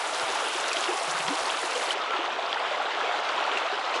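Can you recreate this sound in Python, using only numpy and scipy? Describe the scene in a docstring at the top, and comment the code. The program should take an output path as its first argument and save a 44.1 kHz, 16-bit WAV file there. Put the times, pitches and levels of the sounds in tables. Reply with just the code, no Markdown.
"""A wide, shallow river rushes over stones, heard in mono from the bank.
Countless ringing bubbles babble and spatter over a steady noise wash; close by, droplets tick,
wavelets break and air pockets glug and plop. A bright fizz of bursting bubbles lies over the first half
and stops abruptly, leaving the duller rush. A brief thin gurgle, dull bumps and faint spray sit behind."""
import sys
import numpy as np
from scipy import signal
from scipy.fft import rfft, irfft, next_fast_len
from scipy.io import wavfile
from scipy.ndimage import uniform_filter1d, map_coordinates

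SR = 44100
rng = np.random.default_rng(int(sys.argv[2]) if len(sys.argv) > 2 else 0)


def output_pcm(signal):
    """Save a mono or channel-first signal as 16-bit PCM at the path in sys.argv[1].

    Samples are clipped to [-1, 1] before scaling.
    """
    pcm = np.clip(np.atleast_2d(signal).T, -1, 1) * 32767
    wavfile.write(sys.argv[1], SR, np.round(pcm).astype(np.int16))


N = 176400
TOP_HZ = 11050

# EQ of the whole river's wash: frequency_hz, gain_db
WASH_EQ = [(18, -80), (30, -45), (195, -26), (226, -21.5), (275, -14), (327, -9), (485, -7), (651, -0.3),
           (774, 1.2), (1090, -0.5), (1360, -0.5), (1790, -7), (2720, -7), (3560, -10), (4560, -18),
           (7460, -28.5), (10800, -42), (14000, -101), (22000, -120)]
# EQ of the mass of bubbles: frequency_hz, gain_db
BABBLE_EQ = [(150, -22.5), (300, -7.5), (750, -2.5), (1400, 1), (2200, 2), (5000, -24)]
# EQ of the small splashes: frequency_hz, gain_db
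SPATTER_EQ = [(500, -11), (1800, -8.5), (3100, 2), (4500, -1.5), (7000, -13), (11000, -25)]
# how hard the water churns: time_s, gain_db
CHURN_CURVE = [(0.1, -1), (0.32, 1.3), (0.552, -1.0), (0.77, -0.7), (0.99, -0.8), (1.22, -0.7),
               (1.44, -0.2), (1.66, -0.5), (1.89, -0.6), (2.11, 0), (2.34, -0.9), (2.56, -1.1),
               (2.78, -0.5), (3.01, 1.0), (3.23, -0.1), (3.45, 2), (3.68, 0), (3.9, 0.2)]
# EQ of the fizz and the wavelets' spray: frequency_hz, gain_db
FIZZ_EQ = [(300, -21), (2000, 0.5), (4000, 0), (6500, -1.5), (10800, -4)]
# ringing air pockets: start_s, pitch_hz, glide_octaves_per_s, level_db, t60_s
GLUG_CUES = [(.44, 446, -2.5, -26, 0.079), (.548, 358, 1, -24, 0.081), (.742, 668, 3, -20.5, 0.12),
             (.884, 375, -3, -17.5, 0.12), (.887, 776, 3.5, -22.5, 0.12), (.96, 1117, 0.5, -26.5, 0.21),
             (1.012, 685, 0, -21.5, 0.14), (1.076, 170, -3, -40, 0.16), (1.14, 176, -3, -39.5, 0.12),
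             (1.113, 1676, -1, -19.5, 0.075), (1.194, 170, -5, -36, 0.091), (1.244, 130, 12.5, -44.5, 0.25),
             (1.278, 162, 17, -30, 0.1), (1.299, 271, 3.5, -23, 0.15), (1.318, 465, 3, -24, 0.11),
             (1.753, 491, -0.5, -19, 0.11), (2.186, 349, -1, -28, 0.13), (3.03, 470, 1.5, -20, 0.085),
             (3.648, 640, 6.5, -18, 0.078), (3.722, 415, -0.5, -24, .09), (3.78, 818, -3, -20, 0.11),
             (3.952, 477, 3, -22, 0.09)]
# single bubbles that stand out of the babble: start_s, relative_level_db, pitch_hz
PLOP_CUES = [(0.059, -18, 840), (0.355, -16, 826), (.924, -16.5, 1020), (.957, -20, 756), (.979, -19, 825),
             (1.405, -18, 812), (2.323, -17, 1020), (2.387, -18, 650), (2.558, -15.5, 845),
             (2.712, -18, 594), (2.733, -17, 1040), (2.8, -12.5, 794), (2.855, -15.5, 735),
             (2.882, -17.5, 844), (2.972, -19, 690), (3.006, -12, 1290), (3.089, -21, 705),
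             (3.14, -14.5, 810), (3.378, -14.5, 1040), (3.449, -15, 1300), (3.477, -14, 870),
             (3.7, -19.5, 730)]
# near droplets: start_s, pitch_hz, level_db, t60_s, roughness_rad
DROP_CUES = [(0.197, 4000, -13, 0.0075, .9), (.694, 4800, -22, .006, .7), (0.715, 2550, -13.5, 0.0096, .3),
             (.7305, 4600, -13, .007, .7), (.731, 7340, -10, 0.0067, .7), (.768, 3140, -14, 0.016, .3),
             (0.8082, 6900, -7.5, 0.0039, 1), (0.839, 3120, -14.5, 0.0088, 0.4),
             (1.203, 2600, -15.5, 0.012, .4), (1.283, 3400, -23, 0.007, .7), (1.456, 4350, -11, 0.0053, .7),
             (1.501, 3200, -12, 0.01, .2), (1.754, 3080, -18, 0.012, .3), (1.9065, 3010, -11, 0.017, .08),
             (2.017, 5000, -24, 0.0074, .7), (2.259, 2020, -26, .03, 0), (2.5286, 3250, -1, 0.0042, .55),
             (2.571, 1400, -14.5, .015, .2), (2.6505, 1140, -3, 0.0036, 0.6),
             (2.749, 2000, -23, 0.031, 0.2), (3.013, 1640, -13.5, 0.015, 0.4),
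             (3.29, 4600, -18, 0.0086, 0.8), (3.5158, 3200, -14.5, 0.0086, .6),
             (3.572, 2690, -13, 0.015, 0.5), (3.941, 2530, -15.5, 0.015, 0.5)]
# wavelets breaking nearby: centre_s, width_s, level_db
WAVELET_CUES = [(0.772, 0.059, -35), (0.841, 0.048, -32.5), (1.914, .012, -37), (1.2, .016, -40),
                (1.284, 0.017, -31), (3.297, .02, -45), (3.587, 0.046, -39), (3.956, 0.037, -36.5)]
# path of the whistling gurgle: time_s, pitch_hz, level_db
GURGLE_CURVE = [(1.96, 1360, -55), (1.995, 1312, -36), (2.017, 1277, -27), (2.045, 1249, -43),
                (2.065, 1236, -32), (2.09, 1330, -34), (2.13, 1347, -30), (2.165, 1315, -32),
                (2.21, 1310, -55)]
# soft low bumps: centre_s, level_db
BUMP_CUES = [(0.238, -49.5), (.305, -56), (1.422, -53)]
# EQ of the bumps: frequency_hz, gain_db
BUMP_EQ = [(25, -7), (150, -4), (300, -14), (900, -50)]
# EQ of the pinpricks of spray: frequency_hz, gain_db
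PINPRICK_EQ = [(1500, -25), (5000, -0.5), (7500, -1.5), (10800, -5)]


def river():
    """The bed: far water merges into a wash; nearer bubbles and splashes stand out of it."""
    time_s, churn_db = np.transpose(CHURN_CURVE)
    surge_db = np.interp(np.arange(N) / SR, time_s, churn_db) + 0.08 * wobble(5.25)
    flutter_db = 0.89 * wobble(35.06)
    wash = amp(-31 + flutter_db) * coloured(patchy_noise(depth_db=1.5), WASH_EQ)
    babble = bubbles(per_s=700, centre_hz=898.8, octaves=1.605, cycles=27.7,
                     spread_db=3.1, rise=0.28, samples=3000)
    spatter = bubbles(per_s=600, centre_hz=2884, octaves=1.41, cycles=16,
                      spread_db=3.5, rise=0.22, samples=500)
    body = wash + amp(-35) * coloured(babble, BABBLE_EQ)
    return amp(surge_db) * body + amp(-41.5) * coloured(spatter, SPATTER_EQ)


def fizz(end_s=1.955, fade_s=0.026):
    """Bright hiss with the crackle of tiny bubbles bursting in clumps, gated off at end_s."""
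    gate = np.clip((end_s - np.arange(N) / SR) / fade_s, 0, 1) ** 2
    hiss = amp(-39.5 + 0.72 * wobble(39.5)) * coloured(patchy_noise(depth_db=2), FIZZ_EQ)
    bursts = bubbles(per_s=900, centre_hz=6530, octaves=1.22, cycles=8.1,
                     spread_db=3, rise=0.1, samples=200)
    clumps = amp(2.7 * wobble(59.94))
    crackle = amp(-41.5) * unit(clumps * coloured(bursts, FIZZ_EQ))
    return gate * (hiss + crackle)


def air_pocket(hz, glide, t60_s, attack_s):
    """Trapped air rings as a damped sine, wavering as it glides in octaves per second."""
    t = np.arange(SR // 5) / SR
    pitch_hz = hz * 2 ** (glide * t) * (1 + 0.021 * wobble(160)[:len(t)])
    return ring_envelope(t, attack_s, t60_s) * np.sin(phase(pitch_hz))


def glugs_and_plops(plop_trim_db=-2.5, plop_cycles=36):
    """Air pockets glug with a soft onset; single bubbles plop with a quick upward chirp."""
    out = np.zeros(N)
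    for start_s, hz, glide, db, t60_s in GLUG_CUES:
        add(out, start_s, amp(db) * air_pocket(hz, glide, t60_s, attack_s=0.0066))
    for start_s, db, hz in PLOP_CUES:
        plop = air_pocket(hz, glide=2.8, t60_s=plop_cycles / hz, attack_s=0.0017)
        add(out, start_s, amp(db + plop_trim_db) * plop)
    return out


def droplets(rise_octaves_per_s=9.5, low_cut_hz=500, high_cut_hz=8300):
    """Each near drop rings a small bubble of rising pitch: a clean plink or a rough tick."""
    out = np.zeros(N)
    t = np.arange(SR // 20) / SR
    for start_s, hz, db, t60_s, roughness in DROP_CUES:
        jitter = unit(np.convolve(rng.standard_normal(len(t)), np.hanning(30), "same"))
        ring = np.sin(phase(hz * 2 ** (rise_octaves_per_s * t)) + roughness * jitter)
        add(out, start_s, amp(db) * ring_envelope(t, attack_s=0.00059, t60_s=t60_s) * ring)
    return filtered(out, lambda hz: 1 / (1 + (low_cut_hz / (hz + 1)) ** 4 + (hz / high_cut_hz) ** 8))


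def wavelets():
    """Wavelets break in short sprays of densely packed bubbles."""
    spray = bubbles(per_s=3000, centre_hz=4040, octaves=1.16, cycles=7.6,
                    spread_db=4, rise=0.1, samples=300)
    envelope = sum(amp(db) * swell(centre_s, width_s) for centre_s, width_s, db in WAVELET_CUES)
    return envelope * coloured(spray, FIZZ_EQ)


def gurgle():
    """A thin, wavering tone dips in pitch, recovers and holds."""
    t = np.arange(N) / SR
    time_s, hz, db = np.transpose(GURGLE_CURVE)
    pitch_hz = np.interp(t, time_s, hz) * (1 + 0.01 * wobble(150))
    envelope = amp(np.interp(t, time_s, db, left=-np.inf, right=-np.inf))
    return envelope * np.sin(phase(pitch_hz))


def bumps():
    """Short swells of low noise: faint, dull bumps under the water."""
    envelope = sum(amp(db) * swell(centre_s, width_s=0.019) for centre_s, db in BUMP_CUES)
    return envelope * coloured(rng.standard_normal(N), BUMP_EQ)


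def pinpricks():
    """Tiny bubbles burst near the bank, sparse and faint throughout."""
    bursts = bubbles(per_s=40, centre_hz=7000, octaves=0.66, cycles=14,
                     spread_db=1.6, rise=0.3, samples=200)
    return amp(-63.5) * coloured(bursts, PINPRICK_EQ)


def bubbles(per_s, centre_hz, octaves, cycles, spread_db, rise, samples):
    """A random swarm of rising sines, each dying by 60 dB over `cycles` periods of its starting pitch."""
    when, pitch_a, pitch_b, rarity = np.hsplit(rng.random((int(per_s * N / SR), 4)), 4)
    hz = np.minimum(centre_hz * 2 ** (octaves * (pitch_a + pitch_b - 1)), TOP_HZ)
    strength = amp(-spread_db * np.log(np.maximum(rarity, 0.02)))  # many quiet, a few loud
    turns = hz * np.arange(samples) / SR
    age = turns / cycles
    envelope = strength * amp(-60 * age) * (1 - np.exp(-2 * turns))
    rings = envelope * np.sin(2 * np.pi * turns * (1 + rise * age / 2))
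    positions = (when * N).astype(int) + np.arange(samples)
    return np.bincount(positions.ravel(), rings.ravel(), N)[:N]


def patchy_noise(depth_db):
    """White noise with patches of random gain in time and frequency."""
    spectrum = signal.stft(rng.standard_normal(N), nperseg=512)[2]
    patches = uniform_filter1d(rng.standard_normal(spectrum.shape), size=6, axis=0)
    patches = uniform_filter1d(patches, size=10, axis=1)
    return signal.istft(spectrum * amp(depth_db * unit(patches)), nperseg=512)[1][:N]


def coloured(x, eq):
    """x through an EQ curve on a log frequency axis, at rms 1."""
    points_hz, db = np.transpose(eq)
    return unit(filtered(x, lambda hz: amp(np.interp(np.log(hz + 1), np.log(points_hz), db))))


def filtered(x, response):
    """x through a frequency response."""
    size = next_fast_len(N + 8192)
    return irfft(rfft(x, size) * response(np.fft.rfftfreq(size, 1 / SR)), size)[:N]


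def ring_envelope(t, attack_s, t60_s):
    """A rounded onset and an exponential tail."""
    return (1 - np.exp(-(t / attack_s) ** 2)) * amp(-60 * t / t60_s)


def swell(centre_s, width_s):
    """A bell-shaped envelope."""
    return np.exp(-(2 * (np.arange(N) / SR - centre_s) / width_s) ** 2)


def wobble(rate):
    """A smooth random curve, rate knots a second."""
    knots = rng.standard_normal(int(N * rate / SR) + 4)
    return map_coordinates(knots, [np.arange(N) * rate / SR])


def phase(pitch_hz):
    """Running phase of a pitch curve."""
    return 2 * np.pi * np.cumsum(pitch_hz) / SR


def amp(db):
    """Decibels to gain."""
    return 10 ** (np.asarray(db) / 20)


def unit(x):
    """Scale to rms 1."""
    return x / np.sqrt(np.mean(x ** 2) + 1e-20)


def add(track, start_s, sound):
    """Mix a sound into the track."""
    part = track[round(start_s * SR):][:len(sound)]
    part += sound[:len(part)]


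def scene():
    """The river bed and its spot sounds, mixed to mono."""
    bed = river() + fizz() + pinpricks()
    return (bed + droplets() + wavelets() + glugs_and_plops() + gurgle() + bumps())[None]


def record(dry):
    """A brick-wall low-pass takes off the top of the mix."""
    return filtered(dry[0], lambda hz: hz < TOP_HZ)[None]


dry = scene()
out = record(dry)
output_pcm(out)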